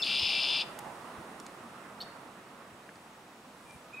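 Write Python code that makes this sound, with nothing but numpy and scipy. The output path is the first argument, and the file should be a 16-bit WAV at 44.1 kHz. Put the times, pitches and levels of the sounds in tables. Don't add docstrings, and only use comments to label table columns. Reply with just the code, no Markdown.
import sys
import numpy as np
from scipy import signal
from scipy.fft import rfft, irfft
from scipy.io import wavfile
from scipy.ndimage import uniform_filter1d

SR = 44100
rng = np.random.default_rng(int(sys.argv[2]) if len(sys.argv) > 2 else 0)


def gain_from_db(level_db):
    decades = np.asarray(level_db, float) / 20
    return 10 ** decades


def pcm_store(signal):
    levels = np.round(np.clip(np.atleast_2d(signal), -1, 1) * 32767)
    wavfile.write(sys.argv[1], SR, levels.astype(np.int16).T)


N = 176400

# [f/Hz, level/dB per Hz]
TRAFFIC_COLOUR = [(25, -21), (70, -15), (210, 0.5), (420, -4.5), (700, -4), (1300, -9.5), (2500, -18),
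                  (5000, -50)]
# [f/Hz, level/dB per Hz]
BREEZE_COLOUR = [(1500, 4), (3500, 1), (5500, -5), (8500, -3.5), (11000, -16), (15500, -12.5)]
# [t/s, level/dB]
BREEZE_FADER = [(0, -56), (.7, -63.5), (1.6, -65.5), (2.6, -67.5), (4, -66)]
# [f/Hz, correlation]
EAR_LIKENESS = [(60, 0.97), (300, 0.99), (700, 0.97), (1500, 0.58), (3500, 0.079), (7000, 0.58),
                (9000, 0.8), (11000, 1)]
# [t/s, level/dB, centre of tyre roar f/Hz]
CAR_PASSAGE = [
    (0, -53.5, 748),
    (.6, -50, 852.6),
    (1.2, -52.5, 1050),
    (1.8, -55.5, 1150),
    (2.4, -57, 1193),
    (3, -61.5, 1087),
    (4, -61.5, 1104),
]
# [f/Hz, level/dB per Hz]
CAR_COLOUR = [(100, -19.5), (500, -7), (1000, 0), (2000, -12.5), (3500, -23.5), (7000, -35)]
# [t/s, level/dB]
WIND_PUFFS = [
    (0.211, -42.5),
    (0.859, -49),
    (1.171, -47),
    (2.719, -56),
    (2.949, -61.5),
    (3.539, -65),
    (3.639, -54.5),
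    (3.74, -49.5),
    (3.979, -123),
]
# [t/s, level/dB, ring f/Hz, crack level/dB, crack top f/Hz]
CAMERA_TICKS = [
    (.7894, -30, 8200, -5, 15000),
    (1.3995, -39, 5500, 2, 10500),
    (1.4648, -39, 4400, 2, 10000),
    (2.8912, -35, 1680, -4, 3000),
    (2.957, -45, 4700, -2, 7500),
    (3.708, -45, 6300, -1, 9000),
]
# [t/s, level/dB]
ZOOM_FADER = [
    (0, -64),
    (2.8, -75),
    (3, -72),
    (3.3, -85.5),
    (3.75, -65),
    (3.9, -89),
    (4, -154),
]
# [t/s, length/s, first f/Hz, last f/Hz, level/dB]
FAR_WHISTLES = [
    (3.652, .115, 2420, 2370, -63),
    (3.815, .08, 1270, 1230, -63),
    (3.927, .036, 2410, 2510, -45),
    (3.95, .075, 2540, 2510, -50),
    (3.965, .05, 2400, 2300, -57),
    (3.94, .045, 3760, 3800, -62),
    (3.93, .02, 7300, 7200, -70),
]
# [first f/Hz, last f/Hz, level/dB]
CHIP_PARTIALS = [(4150, 4550, -1), (3650, 3850, -10), (3000, 3150, -14), (8100, 8300, -26),
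                 (12200, 12100, -25)]
# [t/s, length/s, first f/Hz, last f/Hz, level/dB]
LEAD_IN_NOTES = [
    (-.02, .045, 3300, 2620, -40),
    (-.02, .039, 4300, 5350, -45),
    (.0168, .008, 4100, 5450, -33),
    (.0235, .007, 3560, 3480, -28),
    (.031, .006, 4900, 3400, -27),
    (.024, .011, 7300, 6700, -54),
]
# [share of the beat, pitch f/Hz, level/dB]
TRILL_BEAT = [(0, 2868, -8.5), (.13, 2945, 4.5), (0.191, 5256, -3), (.3, 3565, -4.5), (.38, 4643, -2.5),
              (.47, 5267, -13), (.56, 5092, -5), (.7, 3429, 3), (0.789, 2903, -3), (.87, 2745, -2.5),
              (0.951, 2427, -7.5)]
OVERTONES = (-18.5, -23.5)
# [f/Hz, gain/dB]
THROAT_COLOUR = [(1800, -6), (2350, 5.5), (2850, -3.5), (4200, -4.5), (5300, 2), (5700, 2.5), (7000, -24)]
# [f/Hz, gain/dB]
SHEEN_COLOUR = [(5000, -3.5), (6800, -5.5), (7900, -13.5), (8700, -3), (9400, -1.5), (10500, -40),
                (13000, -20), (15000, -8)]
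# [f/Hz, width/Hz, boost/dB]
TRILL_PEAKS = [(2345, 70, 3), (2700, 70, 5), (2880, 70, 6), (3510, 70, 7), (4830, 150, 2), (5230, 150, 5)]

TRAFFIC_DB, TRAFFIC_FOLLOWS = -52, 0.55
CAR_WIDTH_HZ, CAR_PAN_DB, ROAR_DB = 403, -8.5, -4.5
PUFF_S, PUFF_HZ = 0.037, (67, 159)
TICK_T60_S, RING_CYCLES, TICK_RISE_S = .02, 20., .0004
ZOOM_HZ, ZOOM_WIDTH_HZ = 9000, 3000
WHINE_HZ, WHINE_DB = 7900, -81
GROUND_S, GROUND_DB = .00594, -4.5
TWIGS_DB, TWIGS_T60_S = -8, .08
WALLS_DB, WALLS_T60_S, WALLS_CUT_HZ = -18, .5, 2500
FAR_FLUTTER_DB, NEIGHBOUR_WET_DB = 3, 8
CHIP_START_S, CHIP_LENGTH_S, CHIP_DB, CHIP_ROUGH = 2.003, .022, -40.5, .45
CHIP_BREATH_DB, CHIP_BREATH_HZ = -10, (3200, 5000)
BEATS_PER_S, SLOWING_PER_S2, BEAT_PHASE = 69.48, 7.81, -.836
PITCH_WOBBLE, LEVEL_WOBBLE_DB, TIMING_WOBBLE, SLOW_WANDER = .011, 1.5, .018, .006
TRILL_START_S, TRILL_END_S, ATTACK_S, RELEASE_S = .035, .612, .005, .02
TRILL_DB, SINGER_PAN_DB = -32.5, 3
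PEAK_EFFORT_S, EARLY_FLAT, LATE_FLAT = .21, .05, .02
WARM_UP_S, WARM_UP_LOW_DB = .06, -7
TOP_HZ = 15780


def rms_one(x):
    return x / np.sqrt(np.mean(x ** 2) + 1e-20)


def in_time(rows):
    s, *columns = np.transpose(rows)
    return [np.interp(np.arange(N) / SR, s, c) for c in columns]


def at_hz(points, hz):
    f, value = np.transpose(points)
    return np.interp(np.log(hz), np.log(f), value)


def drift(rate_hz):
    r = np.exp(-16 * np.pi * rate_hz / SR)
    slow = signal.lfilter([1], [1, -2 * r, r * r], rng.standard_normal(N // 8 + 8002))
    slow = slow[8000:]
    return np.interp(np.arange(N) / 8, np.arange(len(slow)), rms_one(slow - slow.mean()))


def resonance(x, hz, width_hz):
    r = np.exp(-np.pi * width_hz / SR)
    zeros = np.array([1, 0, -1]) * (1 - r * r) / 2
    poles = [1, -2 * r * np.cos(2 * np.pi * hz / SR), r * r]
    return signal.lfilter(zeros, poles, x + 1e-18)


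def band(x, low_hz, high_hz):
    sos = signal.butter(2, [low_hz, high_hz], "band", fs=SR, output="sos")
    return signal.sosfilt(sos, x + 1e-18)


def pan(x, db):
    return x * gain_from_db(np.array([[db / 2], [-db / 2]]))


def banded_noise(colour, patchy_db):
    out, together = 0, drift(2.5)
    edges = 22 * 2 ** np.arange(0, 9.6, .5)
    white = rng.standard_normal((2, 2, N))
    lowest, highest = colour[0][0], colour[-1][0]
    for k, (low, high) in enumerate(zip(edges, edges[1:])):
        hz = np.sqrt(low * high)
        if not lowest / 4 < hz < highest * 2:
            continue
        mid, side = band(white[k % 2], low, high)
        alike = np.clip(at_hz(EAR_LIKENESS, hz), -1, 1)
        outside = -12 * abs(np.log2(hz / np.clip(hz, lowest, highest)))
        flicker = patchy_db * (0.2 * together + drift(6.9))
        gain = gain_from_db(at_hz(colour, hz) + outside + flicker)
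        out = out + gain * (np.sqrt(1 + alike) * mid + np.sqrt(1 - alike) * side * [[1], [-1]])
    return rms_one(out)


def glide(s, length, first_hz, last_hz, db):
    out = np.zeros(N)
    i = np.arange(max(int(s * SR) + 1, 0), min(int((s + length) * SR), N))
    u = (i / SR - s) / length
    hump = np.sin(np.pi * u ** .8) ** .8
    pitch = last_hz + (first_hz - last_hz) * (1 - u) ** 2
    out[i] = gain_from_db(db + 3) * hump * np.sin(2 * np.pi * np.cumsum(pitch) / SR)
    return out


def trees(x, wet_db):
    t = np.arange(SR // 2) / SR
    sparse = rng.standard_normal(len(t)) * (rng.random(len(t)) < .03)
    twigs = sparse + 0.28 * 0.19 * rng.standard_normal((2, len(t)))
    twigs = twigs * gain_from_db(-60 * t / TWIGS_T60_S) * (t > .001)
    walls = rng.standard_normal((2, len(t))) * gain_from_db(-60 * t / WALLS_T60_S) * (t > .015)
    walls = signal.lfilter([1], [1, -np.exp(-2 * np.pi * WALLS_CUT_HZ / SR)], walls)
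    echo = gain_from_db(TWIGS_DB) * twigs / np.sqrt(np.sum(twigs[0] ** 2))
    echo = echo + gain_from_db(WALLS_DB + wet_db) * walls / np.sqrt(np.sum(walls[0] ** 2))
    echo[:, round(GROUND_S * SR)] += gain_from_db(GROUND_DB)
    return x + signal.fftconvolve(x[None], echo, axes=1)[:, :N]


def distant_traffic(car_db):
    level_db = TRAFFIC_DB + TRAFFIC_FOLLOWS * (car_db - car_db.mean())
    return gain_from_db(level_db) * banded_noise(TRAFFIC_COLOUR, patchy_db=0.97)


def breeze():
    level_db, = in_time(BREEZE_FADER)
    return gain_from_db(level_db + 6) * banded_noise(BREEZE_COLOUR, patchy_db=0)


def car(level_db, roar_hz):
    sos = signal.butter(2, CAR_WIDTH_HZ / 2, fs=SR, output="sos")
    low = signal.sosfilt(sos, rng.standard_normal((2, N)))
    turn = 2 * np.pi * np.cumsum(roar_hz) / SR
    roar = rms_one(low[0] * np.cos(turn) + low[1] * np.sin(turn))
    roar = roar * gain_from_db(ROAR_DB + 0.83 * drift(21))
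    body = banded_noise(CAR_COLOUR, patchy_db=-2.37)
    return pan(gain_from_db(level_db) * (roar + body), CAR_PAN_DB)


def wind():
    t, white = np.arange(N) / SR, rng.standard_normal((3, N))
    shape = sum(gain_from_db(db - 3.5) * np.sin(np.pi * np.clip((t - s) / PUFF_S, 0, 1)) for s, db in WIND_PUFFS)
    rumble = band(white[0] + 0.37 * white[1:], *PUFF_HZ)
    return shape * rms_one(band(rumble, *PUFF_HZ))


def camera_ticks():
    out, t = np.zeros(N), np.arange(SR // 40) / SR
    for s, db, hz, crack_db, top_hz in CAMERA_TICKS:
        top_hz = min(top_hz, 18000)
        crack = rng.standard_normal(len(t)) * gain_from_db(-60 * t / TICK_T60_S)
        crack = band(band(crack, 1500, top_hz), 900, top_hz)
        ring = np.sin(2 * np.pi * hz * t) * gain_from_db(-60 * t * hz / RING_CYCLES)
        rise = np.minimum(t / TICK_RISE_S, 1)
        out[int(s * SR):int(s * SR) + len(t)] += gain_from_db(db) * rise * (gain_from_db(crack_db) * crack + ring)
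    return out


def camera_motor():
    white = rng.standard_normal((2, N))
    zoom = resonance(white[0], ZOOM_HZ, ZOOM_WIDTH_HZ)
    zoom = rms_one(resonance(zoom, ZOOM_HZ, ZOOM_WIDTH_HZ))
    whine = rms_one(resonance(resonance(white[1], WHINE_HZ, 80), WHINE_HZ, 80))
    return gain_from_db(in_time(ZOOM_FADER)[0]) * zoom + gain_from_db(WHINE_DB) * whine


def far_song():
    return gain_from_db(FAR_FLUTTER_DB * drift(60.2)) * sum(glide(*row) for row in FAR_WHISTLES)


def chip():
    u = np.clip((np.arange(N) / SR - CHIP_START_S) / CHIP_LENGTH_S / 1.68, 0, 1)
    breath = rms_one(band(rng.standard_normal(N), *CHIP_BREATH_HZ))
    call = breath * np.sin(np.pi * u) * gain_from_db(CHIP_DB + CHIP_BREATH_DB)
    for first_hz, last_hz, db in CHIP_PARTIALS:
        partial = glide(CHIP_START_S, CHIP_LENGTH_S, first_hz, last_hz, CHIP_DB + db)
        call = call + partial * (1 + CHIP_ROUGH * drift(234))
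    return call


def singer():
    t = np.arange(N) / SR
    beat = BEAT_PHASE + BEATS_PER_S * t - SLOWING_PER_S2 * t * t / 2
    beat = (beat + TIMING_WOBBLE * drift(43)) % 1
    share, hz, db = np.transpose(TRILL_BEAT)
    pitch = uniform_filter1d(np.interp(beat, share, hz, period=1), size=13)
    pitch = pitch * (1 + PITCH_WOBBLE * drift(120) + SLOW_WANDER * drift(4.5))
    flat = np.interp(t, [TRILL_START_S, PEAK_EFFORT_S, TRILL_END_S], [EARLY_FLAT, 0, LATE_FLAT])
    pitch = pitch - flat * 2 * np.maximum(pitch - 3000, 0)
    turn = 2 * np.pi * np.cumsum(pitch) / SR

    attack = np.clip((t - TRILL_START_S) / ATTACK_S, 0, 1)
    release = np.clip(1 - (t - TRILL_END_S) / RELEASE_S, 0, 1)
    beat_db = np.interp(beat, share, db, period=1) + LEVEL_WOBBLE_DB * drift(300)
    shape = attack * release * gain_from_db(TRILL_DB + 6 + beat_db)
    warm_up_db = WARM_UP_LOW_DB * (t < WARM_UP_S) * (pitch < 3200)
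    trill = np.sin(turn) * shape * gain_from_db(warm_up_db)
    trill = trill + sum((gain_from_db(g) - 1) * resonance(trill, f, w) for f, w, g in TRILL_PEAKS)
    sheen = gain_from_db(OVERTONES[0]) * np.sin(2 * turn) + gain_from_db(OVERTONES[1]) * np.sin(3 * turn)

    hz = np.maximum(np.arange(N // 2 + 1) * SR / N, 1)
    voice = rfft(trill) * gain_from_db(at_hz(THROAT_COLOUR, hz))
    voice = voice + rfft(sheen * shape) * gain_from_db(at_hz(SHEEN_COLOUR, hz))
    return irfft(voice, N) + sum(glide(*row) for row in LEAD_IN_NOTES)


def scene():
    car_db, roar_hz = in_time(CAR_PASSAGE)
    background = distant_traffic(car_db) + breeze() + car(car_db, roar_hz)
    handling = wind() + camera_ticks() + camera_motor()
    neighbour = trees(chip() + far_song(), NEIGHBOUR_WET_DB)
    blackbird = pan(trees(singer(), 0), SINGER_PAN_DB)
    return background + handling + neighbour + blackbird


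def roll_off(x):
    return signal.sosfilt(signal.butter(12, 16550, fs=SR, output="sos"), x)


def record(dry):
    kept = np.arange(N // 2 + 1) * SR / N < TOP_HZ
    mix = irfft(rfft(dry) * kept, N)
    return roll_off(mix)


dry = scene()
out = record(dry)
pcm_store(out)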